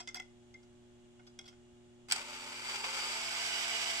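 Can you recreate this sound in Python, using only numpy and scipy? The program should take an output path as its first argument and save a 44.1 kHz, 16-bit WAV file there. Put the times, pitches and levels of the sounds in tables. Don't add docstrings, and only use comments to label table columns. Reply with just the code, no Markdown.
import sys
import numpy as np
from scipy import signal
from scipy.fft import rfft, irfft
from scipy.io import wavfile

SR = 44100
rng = np.random.default_rng(int(sys.argv[2]) if len(sys.argv) > 2 else 0)


def inscribe(sig):
    pcm = np.round(np.clip(np.atleast_2d(sig).T, -1, 1) * 32767)
    wavfile.write(sys.argv[1], SR, pcm.astype(np.int16))


N = 176400
T = np.arange(N) / SR
HZ = np.fft.rfftfreq(N, 1 / SR)
AIR_ON = T > 2.085
LEFT_LAG_S = .00017

# t/s, stroke rate/Hz
STROKE_RATE = [(2.1, 80), (2.2, 88), (2.5, 90), (2.58, 95.5), (2.68, 128.5), (2.825, 131), (2.876, 177.5),
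               (2.94, 180), (3.06, 175), (3.116, 208), (3.17, 219), (3.25, 223.9), (4.0, 223.8)]
# t/s, level/dB
EXHAUST_LEVEL = [(2.1, -65), (2.85, -48.5), (3.15, -42), (3.45, -38), (3.85, -37.5), (4.0, -38)]
# f/Hz, density/dB
NOZZLE_SPECTRUM = [(200, -31), (330, -20), (400, -7.5), (680, -13), (850, -3), (1400, -6), (1880, -5.5),
                   (2150, 1), (3000, -1.5), (4300, -9), (5600, -7), (6400, -10), (7900, -5.5),
                   (8700, -14.5), (10200, -18), (10900, -27.5), (13000, -23), (15000, -30)]
# f/Hz, L-R correlation
TOOL_CORRELATION = [(300, 0.96), (700, 1), (2500, 0.39), (12000, 0.19)]


def pump():
    suction_level = [(2.085, -53.5), (2.102, -48), (2.17, -43.5), (2.26, -47), (2.5, -45.5), (2.635, -45),
                     (2.695, -40.5), (2.77, -41.5), (2.81, -44.5), (2.87, -40), (2.99, -39.5), (3.1, -40),
                     (3.22, -46.5), (4.0, -45.5)]
    suction_peaks = [(900, 39, 9.5), (1360, 280, 5.5), (2360, 160, 3), (4670, 200, 10.5), (7830, 160, 3.5)]  # f/Hz, width/Hz, lift/dB
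    exhaust_peaks = [(1136, 43, 7.4), (4790, 180, 10), (7950, 400, 2.8)]  # f/Hz, width/Hz, lift/dB
    suction_pan = [(500, -4.5), (1400, 1), (5000, 1)]
    exhaust_pan = [(500, -16.5), (1300, 0), (2800, -4.5), (12000, -1.5)]
    exhaust_spectrum = [(250, -40), (400, -34), (630, -19.5), (740, -9.5), (1130, -11.5), (1900, -9.5),
                        (2080, -6), (3100, -4), (4400, -11), (5650, -6.5), (6500, -14.5), (7800, -7),
                        (8800, -20), (10300, -21.5), (10900, -40), (11700, -25.5), (15000, -31.5)]
    drone_level = [(2.1, -73), (2.3, -68), (2.5, -67), (2.62, -73), (2.8, -61.5), (2.95, -60), (3.08, -62),
                   (3.25, -58), (3.9, -55)]
    whine_orders = [(2, -28.5), (9, -17), (10, -24), (11, -17), (13, -12), (14, -15), (16, -22)]
    full_load_db, whine_growth = -36, 3.2
    strokes = np.cumsum(curve(STROKE_RATE) * (1 + 0.0005 * drift(22))) / SR
    exhaust_db = curve(EXHAUST_LEVEL)
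    suction = airflow(strokes, NOZZLE_SPECTRUM, suction_peaks, suction_pan,
                      puff_depth=0.17, flutter_db=1.4, flutter_hz=59)
    exhaust = airflow(strokes, exhaust_spectrum, exhaust_peaks, exhaust_pan,
                      puff_depth=0.061, flutter_db=1.0, flutter_hz=40)
    hiss = amp(curve(suction_level)) * suction + amp(exhaust_db) * exhaust
    load_db = full_load_db + whine_growth * (exhaust_db - full_load_db)
    drone = pump_tone(strokes, 3, curve(drone_level), pan_db=-2, flutter_db=-0.1)
    whine = sum(pump_tone(strokes, round(order), db + load_db, pan_db=-14.5, flutter_db=3)
                for order, db in whine_orders)
    return (hiss + drone + whine) * AIR_ON + amp(-11) * room(hiss * AIR_ON)


def airflow(strokes, colour, peaks, balance, puff_depth, flutter_db, flutter_hz):
    puffs = 1 + puff_depth * np.cos(2 * np.pi * strokes)
    noise = noise_spectra(puffs * amp(flutter_db * drift(flutter_hz)))
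    return unit(irfft(noise * amp(spectrum(colour) + lifts_db(peaks)) * pan(spectrum(balance)), N))


def pump_tone(strokes, order, db, pan_db, flutter_db):
    stereo_strokes = np.array([np.interp(T - LEFT_LAG_S, T, strokes), strokes])
    envelope = np.sqrt(2) * amp(db + flutter_db * drift(11))
    return envelope * np.sin(2 * np.pi * (order * stereo_strokes + rng.random())) * pan(pan_db)


def hose():
    modes = [(1538, 170, -13), (2223, 120, -9.5)]  # f/Hz, width/Hz, level/dB re exhaust
    ring = sum(amp(db) * noise_band(hz, width_hz) for hz, width_hz, db in modes)
    return amp(curve(EXHAUST_LEVEL)) * AIR_ON * ring


def high_whistle(base_hz=4630, width_hz=240):
    level = [(2.4, -65), (2.64, -58), (2.69, -47.5), (2.88, -52), (2.99, -43), (3.12, -52), (3.5, -51),
             (4.0, -52)]
    band = irfft(noise_spectra() / (1 + (2 * (HZ - base_hz) / width_hz) ** 4), N)
    shift_hz = 0.8 * curve(STROKE_RATE)
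    glide = np.exp(2j * np.pi * np.cumsum(shift_hz) / SR)
    return amp(curve(level)) * AIR_ON * unit((signal.hilbert(band) * glide).real)


def low_whistles(fade_s=0.028):
    notes = [(2.107, 2.64, 598, 54.5, -64), (2.68, 3.033, 820, 82, -60)]  # start/s, end/s, f/Hz, width/Hz, level/dB
    out = np.zeros((2, N))
    for start_s, end_s, hz, width_hz, db in notes:
        gate = np.clip(np.minimum(T - start_s, end_s - T) / fade_s, 0, 1)
        out += amp(db) * gate * noise_band(hz, width_hz)
    return out


def spits():
    drops = [(2.754, 0.019, -43, 3500), (2.835, 0.019, -39.5, 750), (2.837, 0.022, -38, 2900)]  # t/s, length/s, level/dB, centre/Hz
    out = np.zeros((2, N))
    for start_s, length_s, db, centre_hz in drops:
        swell = np.sin(np.pi * np.clip((T - start_s) / length_s, 0, 1))
        colour = unit(amp(spectrum(NOZZLE_SPECTRUM)) / (1 + np.log2((HZ + 1) / centre_hz) ** 2))
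        out += amp(db) * irfft(noise_spectra(swell) * colour, N)
    return out


def trigger():
    snaps = [(2.086, -52.5, .0005, 0.0052, 9000), (2.1002, -43, 0.00054, 0.0088, 10000),
             (2.1111, -27, 0.0013, 0.0041, 4440), (2.1214, -20, 0.00036, 0.0045, 12000),
             (2.126, -31, 0.00099, 0.0096, 8050), (2.16, -36, 0.0009, 0.0069, 7000)]
    snap_spectrum = [(120, -70), (200, -26), (590, -33), (749, -7), (1180, -16.5), (1480, -1), (1740, -9),
                     (3020, -3.5), (3690, -10.5), (4770, -2.5), (6760, -12.5), (7970, 0), (11900, -26.5),
                     (14600, -12), (16000, -33)]
    out = np.zeros((2, N))
    for start_s, db, rise_s, decay_s, cutoff_hz in snaps:
        t = np.maximum(T - start_s, 0)
        envelope = np.minimum(t / rise_s, 1) * np.exp(-(np.maximum(t - rise_s, 0) / decay_s) ** 2)
        colour = unit(amp(spectrum(snap_spectrum)) / np.sqrt(1 + (HZ / cutoff_hz) ** 4))
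        out += amp(db) * irfft(noise_spectra(envelope) * colour, N)
    return out


def scrapes(t60_at_1khz_s=.05, grip_detune=0.018, rasp_db=-10):
    contacts = [(0.0, 0.02, -46, 6500), (0.0739, 0.01, -44, 7440), (0.085, 0.011, -47, 6950),
                (0.1443, 0.0045, -38, 11900), (0.153, 0.019, -46.5, 8900), (0.17, 0.0045, -43.5, 5960),
                (0.1983, 0.0047, -41, 7200), (0.54, 0.0081, -59.5, 6700), (0.629, 0.018, -70, 7550),
                (1.191, 0.023, -63.5, 1690), (1.267, 0.023, -60.5, 7850), (1.387, 0.037, -67, 2200),
                (1.3889, 0.0084, -44, 9000), (1.441, 0.0095, -62, 4000), (1.454, 0.028, -59.5, 9200),
                (1.477, 0.025, -55.5, 8100), (1.523, 0.022, -68, 3500)]
    scrape_modes = [(748, -1), (1020, -13), (1420, 0), (1505, 0), (2136, 0), (2550, -4), (3320, 6),
                    (4850, 7), (5530, 6), (6250, 3), (7700, 2), (12300, -5)]
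    out, t = np.zeros((2, N)), T[:SR // 8]
    for start_s, length_s, db, cutoff_hz in contacts:
        slips = rng.standard_normal(len(t)) * amp(2 * rng.standard_normal(len(t)))
        slips *= np.sin(np.pi * np.minimum(t / length_s, 1) ** 0.4)
        ring = np.zeros((2, len(t)))
        for hz, mode_db in scrape_modes:
            decay_db = 60 * t / t60_at_1khz_s * (hz / 1000) ** .45
            detuned_hz = hz * (1 + grip_detune * rng.standard_normal())
            cycles = detuned_hz * t + 0.85 * rng.random((2, 1))
            ring += amp(mode_db - decay_db) * np.sin(2 * np.pi * cycles)
        ringing = signal.fftconvolve(slips[None], ring, axes=1)[:, :len(t)]
        rasp = signal.lfilter(*signal.butter(2, [2000, 8000], "band", fs=SR), slips)
        scrape = unit(ringing) + amp(rasp_db) * unit(rasp)
        scrape = signal.lfilter(*signal.butter(2, cutoff_hz, fs=SR), scrape)
        add(out, start_s, amp(db) * unit(scrape) * np.sqrt(length_s / t[-1]))
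    return out


def squeaks(pitch_jitter=0.012):
    rubs = [(0.073, 0.032, -44.5, 2064), (0.173, 0.016, -47.5, 2090), (0.193, 0.022, -44, 2064),
            (0.54, 0.027, -52, 2107)]
    out = np.zeros(N)
    for start_s, length_s, db, hz in rubs:
        t = np.arange(0, length_s, 1 / SR)
        cycles = np.cumsum(hz * (1 + pitch_jitter * drift(200)[:len(t)])) / SR
        envelope = np.sqrt(2) * amp(db) * np.sin(np.pi * t / length_s) ** 0.84
        add(out, start_s, envelope * np.sin(2 * np.pi * cycles))
    return out


def transformer(hum_hz=120):
    harmonics = [(1, -70.5, 2.5), (2, -64.5, -1.5), (3, -64, 0), (5, -78.5, -2), (6, -85.5, -12),
                 (7, -83, -4.5)]
    out, lead_rad = np.zeros((2, N)), np.array([[0], [0.7]])
    for order, db, pan_db in harmonics:
        phase_rad = 2 * np.pi * (round(order) * hum_hz * T + rng.random()) + lead_rad
        out += np.sqrt(2) * amp(db) * pan(pan_db) * np.sin(phase_rad)
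    return out


def room_noise(level_db=-66.5):
    colour = [(70, -6.5), (180, -12.5), (300, -15.5), (600, -20), (1500, -24), (3700, -27), (4500, -31.5),
              (8200, -28.5), (10000, -42.5), (11700, -47), (13000, -57)]
    peaks = [(2870, 44, 12.5), (3330, 170, 7), (6870, 210, 6.5)]  # f/Hz, width/Hz, lift/dB
    correlation = [(240, 0.47), (950, 0.014)]  # f/Hz, L-R correlation
    noise = noise_spectra(1, correlation, lag_s=0)
    return amp(level_db) * unit(irfft(noise * amp(spectrum(colour) + lifts_db(peaks)), N))


def room(x, t60_s=0.27, cutoff_hz=7600):
    t = T[:SR // 2]
    tail = rng.standard_normal((2, len(t))) * amp(-60 * t / t60_s) * (t > .004)
    tail = signal.lfilter(*signal.butter(1, cutoff_hz, fs=SR), tail)
    return signal.fftconvolve(x, tail / np.linalg.norm(tail[0]), axes=1)[:, :N]


def noise_spectra(envelope=1, correlation=TOOL_CORRELATION, lag_s=LEFT_LAG_S):
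    common, separate = rfft(rng.standard_normal((2, N)) * envelope)
    alike = np.clip(spectrum(correlation), 0, 1)
    left = common * np.exp(-2j * np.pi * HZ * lag_s)
    right = alike * common + np.sqrt(1 - alike ** 2) * separate
    return np.array([left, right])


def noise_band(hz, width_hz):
    return unit(irfft(noise_spectra() * resonance(hz, width_hz), N))


def resonance(hz, width_hz):
    return 1 / (1 + (2 * (HZ - hz) / width_hz) ** 2)


def lifts_db(peaks):
    return sum(db * resonance(hz, width_hz) for hz, width_hz, db in peaks)


def drift(rate_hz):
    return unit(irfft(rfft(rng.standard_normal(N)) / (1 + (HZ / rate_hz) ** 4), N))


def spectrum(points):
    hz, value = np.transpose(points)
    return np.interp(np.log(HZ + 1), np.log(hz + 1), value)


def curve(points):
    return np.interp(T, *np.transpose(points))


def amp(db):
    return 10 ** (np.asarray(db) / 20)


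def unit(x):
    return x / np.sqrt(np.mean(x ** 2) + 1e-20)


def pan(db):
    return amp(np.array([np.atleast_1d(db), -np.atleast_1d(db)]) / 2)


def add(mix, start_s, sound):
    part = mix[..., max(round(start_s * SR), 0):][..., :sound.shape[-1]]
    part += sound[..., :part.shape[-1]]


def scene():
    handling, snap = scrapes() + squeaks() + spits(), trigger()
    out = handling + snap + room(amp(-15) * handling + amp(-15.5) * snap)
    add(out, .022, amp(-15) * handling)
    return out + pump() + hose() + high_whistle() + low_whistles() + transformer() + room_noise()


def record(dry):
    taps = signal.firwin(511, 15300, window=("kaiser", 9), fs=SR)
    return signal.oaconvolve(dry, taps[None], "same")


dry = scene()
out = record(dry)
inscribe(out)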